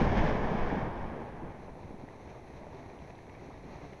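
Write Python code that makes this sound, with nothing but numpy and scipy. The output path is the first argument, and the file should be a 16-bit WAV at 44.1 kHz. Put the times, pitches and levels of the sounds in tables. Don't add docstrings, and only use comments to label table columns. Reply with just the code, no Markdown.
import sys
import numpy as np
from scipy import signal
from scipy.fft import rfft, irfft, next_fast_len
from scipy.io import wavfile

SR = 44100
rng = np.random.default_rng(int(sys.argv[2]) if len(sys.argv) > 2 else 0)


def dump(signal):
    limited = np.clip(np.atleast_2d(signal).T, -1, 1)
    pcm = np.round(limited * 32767).astype(np.int16)
    wavfile.write(sys.argv[1], SR, pcm)


N = 176400
T = np.arange(N) / SR


def from_db(db):
    return 10 ** (np.asarray(db) / 20)


def unit_rms(x):
    return x / np.sqrt(np.mean(x ** 2) + 1e-20)


def envelope(rows):
    return np.interp(T, *np.transpose(rows))


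def drift(rate_hz):
    hop, run_in = 40, 2000
    pole = np.exp(-2 * np.pi * rate_hz * hop / SR)
    steps = rng.standard_normal(N // hop + run_in + 2)
    slow = signal.lfilter([1], [1, -2 * pole, pole * pole], steps)[run_in:]
    return np.interp(np.arange(N) / hop, np.arange(len(slow)), unit_rms(slow))


def colour(x, spectrum):
    size = next_fast_len(2 * N)
    hz, db = np.transpose(spectrum)
    bin_hz = np.arange(size // 2 + 1) * SR / size
    gain = unit_rms(from_db(np.interp(np.log(bin_hz + 1), np.log(hz), db)))
    cepstrum = irfft(np.log(gain), size)
    cepstrum[1:size // 2] *= 2
    cepstrum[size // 2 + 1:] = 0
    return unit_rms(irfft(rfft(x, size) * np.exp(rfft(cepstrum)), size)[:N])


def noise(spectrum):
    return colour(rng.standard_normal(N), spectrum)


def low_pass(x, edge_hz):
    return signal.sosfilt(signal.butter(2, edge_hz, fs=SR, output="sos"), x)


def impacts(per_s, spread_db, echo_t60_s=0.14, echo_db=-2):
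    sizes = from_db(spread_db * np.minimum(rng.exponential(1, N), 4)) * rng.choice([-1, 1], N)
    blows = sizes * (rng.random(N) < per_s / SR)
    decay = from_db(-60 / (echo_t60_s * SR)) ** 2
    echo_power, _ = signal.lfilter([1 - decay], [1, -decay], blows ** 2, zi=[np.mean(blows ** 2)])
    echo = from_db(echo_db) * np.sqrt(echo_power) * rng.standard_normal(N)
    return unit_rms(blows + echo)


def knock(start_s, peak_db, t60_s, low_hz, high_hz):
    age = T - start_s
    contact = from_db(22) * (np.arange(N) == int(start_s * SR))
    crumble = rng.standard_normal(N) * (age >= 0) * from_db(-60 * np.clip(age / t60_s, 0, 10))
    band = signal.butter(2, [low_hz, high_hz], "band", fs=SR, output="sos")
    hit = signal.sosfilt(band, contact + crumble)
    return from_db(peak_db) * hit / np.max(np.abs(hit))


def wind(flutter_db):
    # time in seconds, level in dB.
    swell = [(0, -70), (1.5, -52.5), (2.2, -50.5), (3.3, -50), (3.95, -48)]
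    # frequency in Hz, relative level in dB.
    tone = [(15, -4.5), (90, 3), (300, -1.5), (850, -7), (1150, -14), (1400, -20.5), (1620, -18),
            (2100, -16), (2500, -19), (2900, -28.5), (3400, -29.5), (4100, -25.5), (4900, -37),
            (6000, -28.5), (6700, -34.5), (7400, -69), (14000, -56.5)]
    return from_db(envelope(swell) + flutter_db * drift(rate_hz=7.2)) * noise(tone)


def settling_pile():
    # time in seconds, level in dB.
    stir = [(0, -55), (1.6, -54.5), (1.72, -51.5), (1.95, -53.5), (2.25, -52.5), (2.5, -55), (2.7, -50.5),
            (2.95, -51.5), (3.3, -53.5), (3.6, -51.5), (4, -57.5)]
    # frequency in Hz, relative level in dB.
    tone = [(25, -9.5), (60, -2.5), (85, 2), (150, -2.5), (205, -4.5), (280, -4), (400, 0.5), (520, -8.5),
            (660, -3.5), (920, -4.5), (1300, -22), (2200, -19.5), (3000, -36.5), (4200, -34.5),
            (8000, -67.5)]
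    return from_db(envelope(stir)) * colour(impacts(per_s=420, spread_db=3.5), tone)


def stone_clacks(t60_s=0.032, width_octaves=0.47):
    # start in seconds, peak level in dB, pitch in Hz.
    hits = [(2.087, -44.5, 1910), (2.292, -51, 2050), (2.747, -57, 3900), (2.827, -54, 2000),
            (2.900, -45.5, 2010), (2.989, -50, 2900), (3.105, -46, 2130), (3.154, -55, 3600),
            (3.189, -47, 1950), (3.296, -45, 2030), (3.350, -48, 2100), (3.873, -56, 4000),
            (3.933, -45, 2220)]
    half_band = 2 ** (width_octaves / 2)
    return sum(knock(start, db, t60_s, hz / half_band, hz * half_band) for start, db, hz in hits)


def gravel(edge_hz=2870, treble_half_life_s=1.0):
    # time in seconds, level in dB before the dulling.
    fade = [(0, -40), (.11, -43.5), (.15, -42), (.187, -37), (.21, -40.5), (.3, -40.5), (.37, -45),
            (.78, -45.5), (.9, -51.5), (1.05, -52), (1.3, -57.5), (1.55, -61), (2, -79)]
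    # frequency in Hz, relative level in dB.
    tone = [(700, -22.5), (1380, -7), (1570, 0), (1760, 0.5), (1970, -5.5), (2250, -4), (2750, -13),
            (3200, -12.5), (4200, -22), (5500, -23), (6700, -30), (7400, -44.5), (10500, -50), (12500, -62),
            (15500, -75)]
    chips = colour(impacts(per_s=3200, spread_db=0.5), tone)
    body = low_pass(low_pass(chips, edge_hz)[::-1], edge_hz)[::-1]
    treble = (chips - body) * 2 ** (-T / treble_half_life_s)
    return from_db(envelope(fade)) * (body + treble)


def rumble():
    # time in seconds, level in dB.
    surges = [(0, -24), (.12, -34.5), (.22, -25.5), (.33, -34), (.45, -34), (.62, -32.5), (.76, -41.5),
              (.86, -43), (1.07, -41.5), (1.22, -54.5), (1.43, -46), (1.58, -54.5), (1.7, -48.5),
              (2.3, -56), (4, -63)]
    # frequency in Hz, relative level in dB.
    tone = [(6, -2), (14, 7), (28, -5), (44, 2), (65, -6), (100, -9.5), (160, -39), (400, -89)]
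    return from_db(envelope(surges)) * noise(tone)


def boulders():
    # start in seconds, peak in dB before the low-pass,
    # seconds to fall 60 dB, lower and upper band edge in Hz.
    landings = [(.014, -16, .18, 80, 174), (0.057, -23, 0.09, 110, 260), (.104, -26.5, 0.061, 65, 130),
                (0.167, -22, 0.11, 120, 215), (0.237, -25.5, 0.067, 105, 190), (0.287, -22, 0.2, 172, 376),
                (0.315, -26, 0.15, 45, 129), (.41, -29, 0.062, 170, 480), (.516, -28.5, .12, 150, 280),
                (0.552, -26.5, 0.085, 46, 150), (0.726, -22.5, .08, 105, 560), (.765, -26, .14, 161, 262),
                (0.818, -29, 0.054, 102, 188), (.862, -29.5, 0.14, 131, 320), (1.022, -41, 0.029, 220, 600),
                (1.052, -34, 0.29, 75, 180), (1.119, -35.5, 0.17, 130, 256), (1.16, -33.5, 0.6, 130, 540),
                (1.42, -36.5, .14, 128, 283), (1.683, -33.5, 0.073, 200, 900), (1.729, -44, 0.058, 60, 170),
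                (1.772, -39.5, .04, 280, 596), (1.84, -37, 0.084, 66, 160), (1.907, -32, 0.078, 95, 560),
                (1.941, -38, 0.1, 71, 234), (2.019, -38, 0.11, 130, 900), (2.037, -35, 0.036, 70, 234),
                (2.349, -35.5, 0.13, 300, 1000), (2.612, -37, .12, 220, 805), (2.668, -30, .07, 80, 950),
                (2.744, -36, 0.09, 90, 517), (3.022, -39.5, .05, 110, 276), (3.487, -37.5, 0.031, 250, 550),
                (3.504, -34, .06, 600, 1200), (3.646, -41, .07, 160, 290), (3.846, -43, .06, 150, 600)]
    return low_pass(sum(knock(*row) for row in landings), edge_hz=690)


def rock_slide(trim_db=-1, tail_db_per_s=17):
    # time in seconds, level in dB before the trim.
    flow = [(0, -27.5), (.11, -30), (.2, -28.5), (.3, -29.5), (.42, -31.5), (.68, -31.5), (.84, -34.5),
            (.95, -38.5), (1.17, -40.5), (1.24, -42), (1.38, -45.5), (1.46, -43), (1.6, -50.5)]
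    # frequency in Hz, relative level in dB.
    tone = [(50, -16.5), (105, -4), (140, -1.5), (190, -4), (235, -1), (290, -7), (380, -6), (470, -5.5),
            (590, -6.5), (700, -7), (880, -6.5), (1060, -11), (1350, -21), (2200, -33.5), (5000, -72.5)]
    tail_s = np.maximum(T - flow[-1][0], 0)
    level_db = envelope(flow) - tail_db_per_s * tail_s + trim_db
    return from_db(level_db) * colour(impacts(per_s=2500, spread_db=1.0), tone)


def scene():
    collapse = rumble() + rock_slide() + gravel() + boulders()
    settling = settling_pile() + stone_clacks()
    return (collapse + settling + wind(flutter_db=1.37))[None]


def record(dry, hiss_db=-81, cutoff_hz=15700):
    # frequency in Hz, relative level in dB.
    tone = [(3000, -4), (7500, 2), (8800, -1), (9700, 3.5), (10400, 1.5), (10900, 7.5), (11350, 2.5),
            (11650, -12), (13300, -10.5), (15500, -18)]
    top_cut = signal.ellip(10, .2, 80, cutoff_hz, fs=SR, output="sos")
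    return signal.sosfilt(top_cut, dry + from_db(hiss_db) * noise(tone))


dry = scene()
out = record(dry)
dump(out)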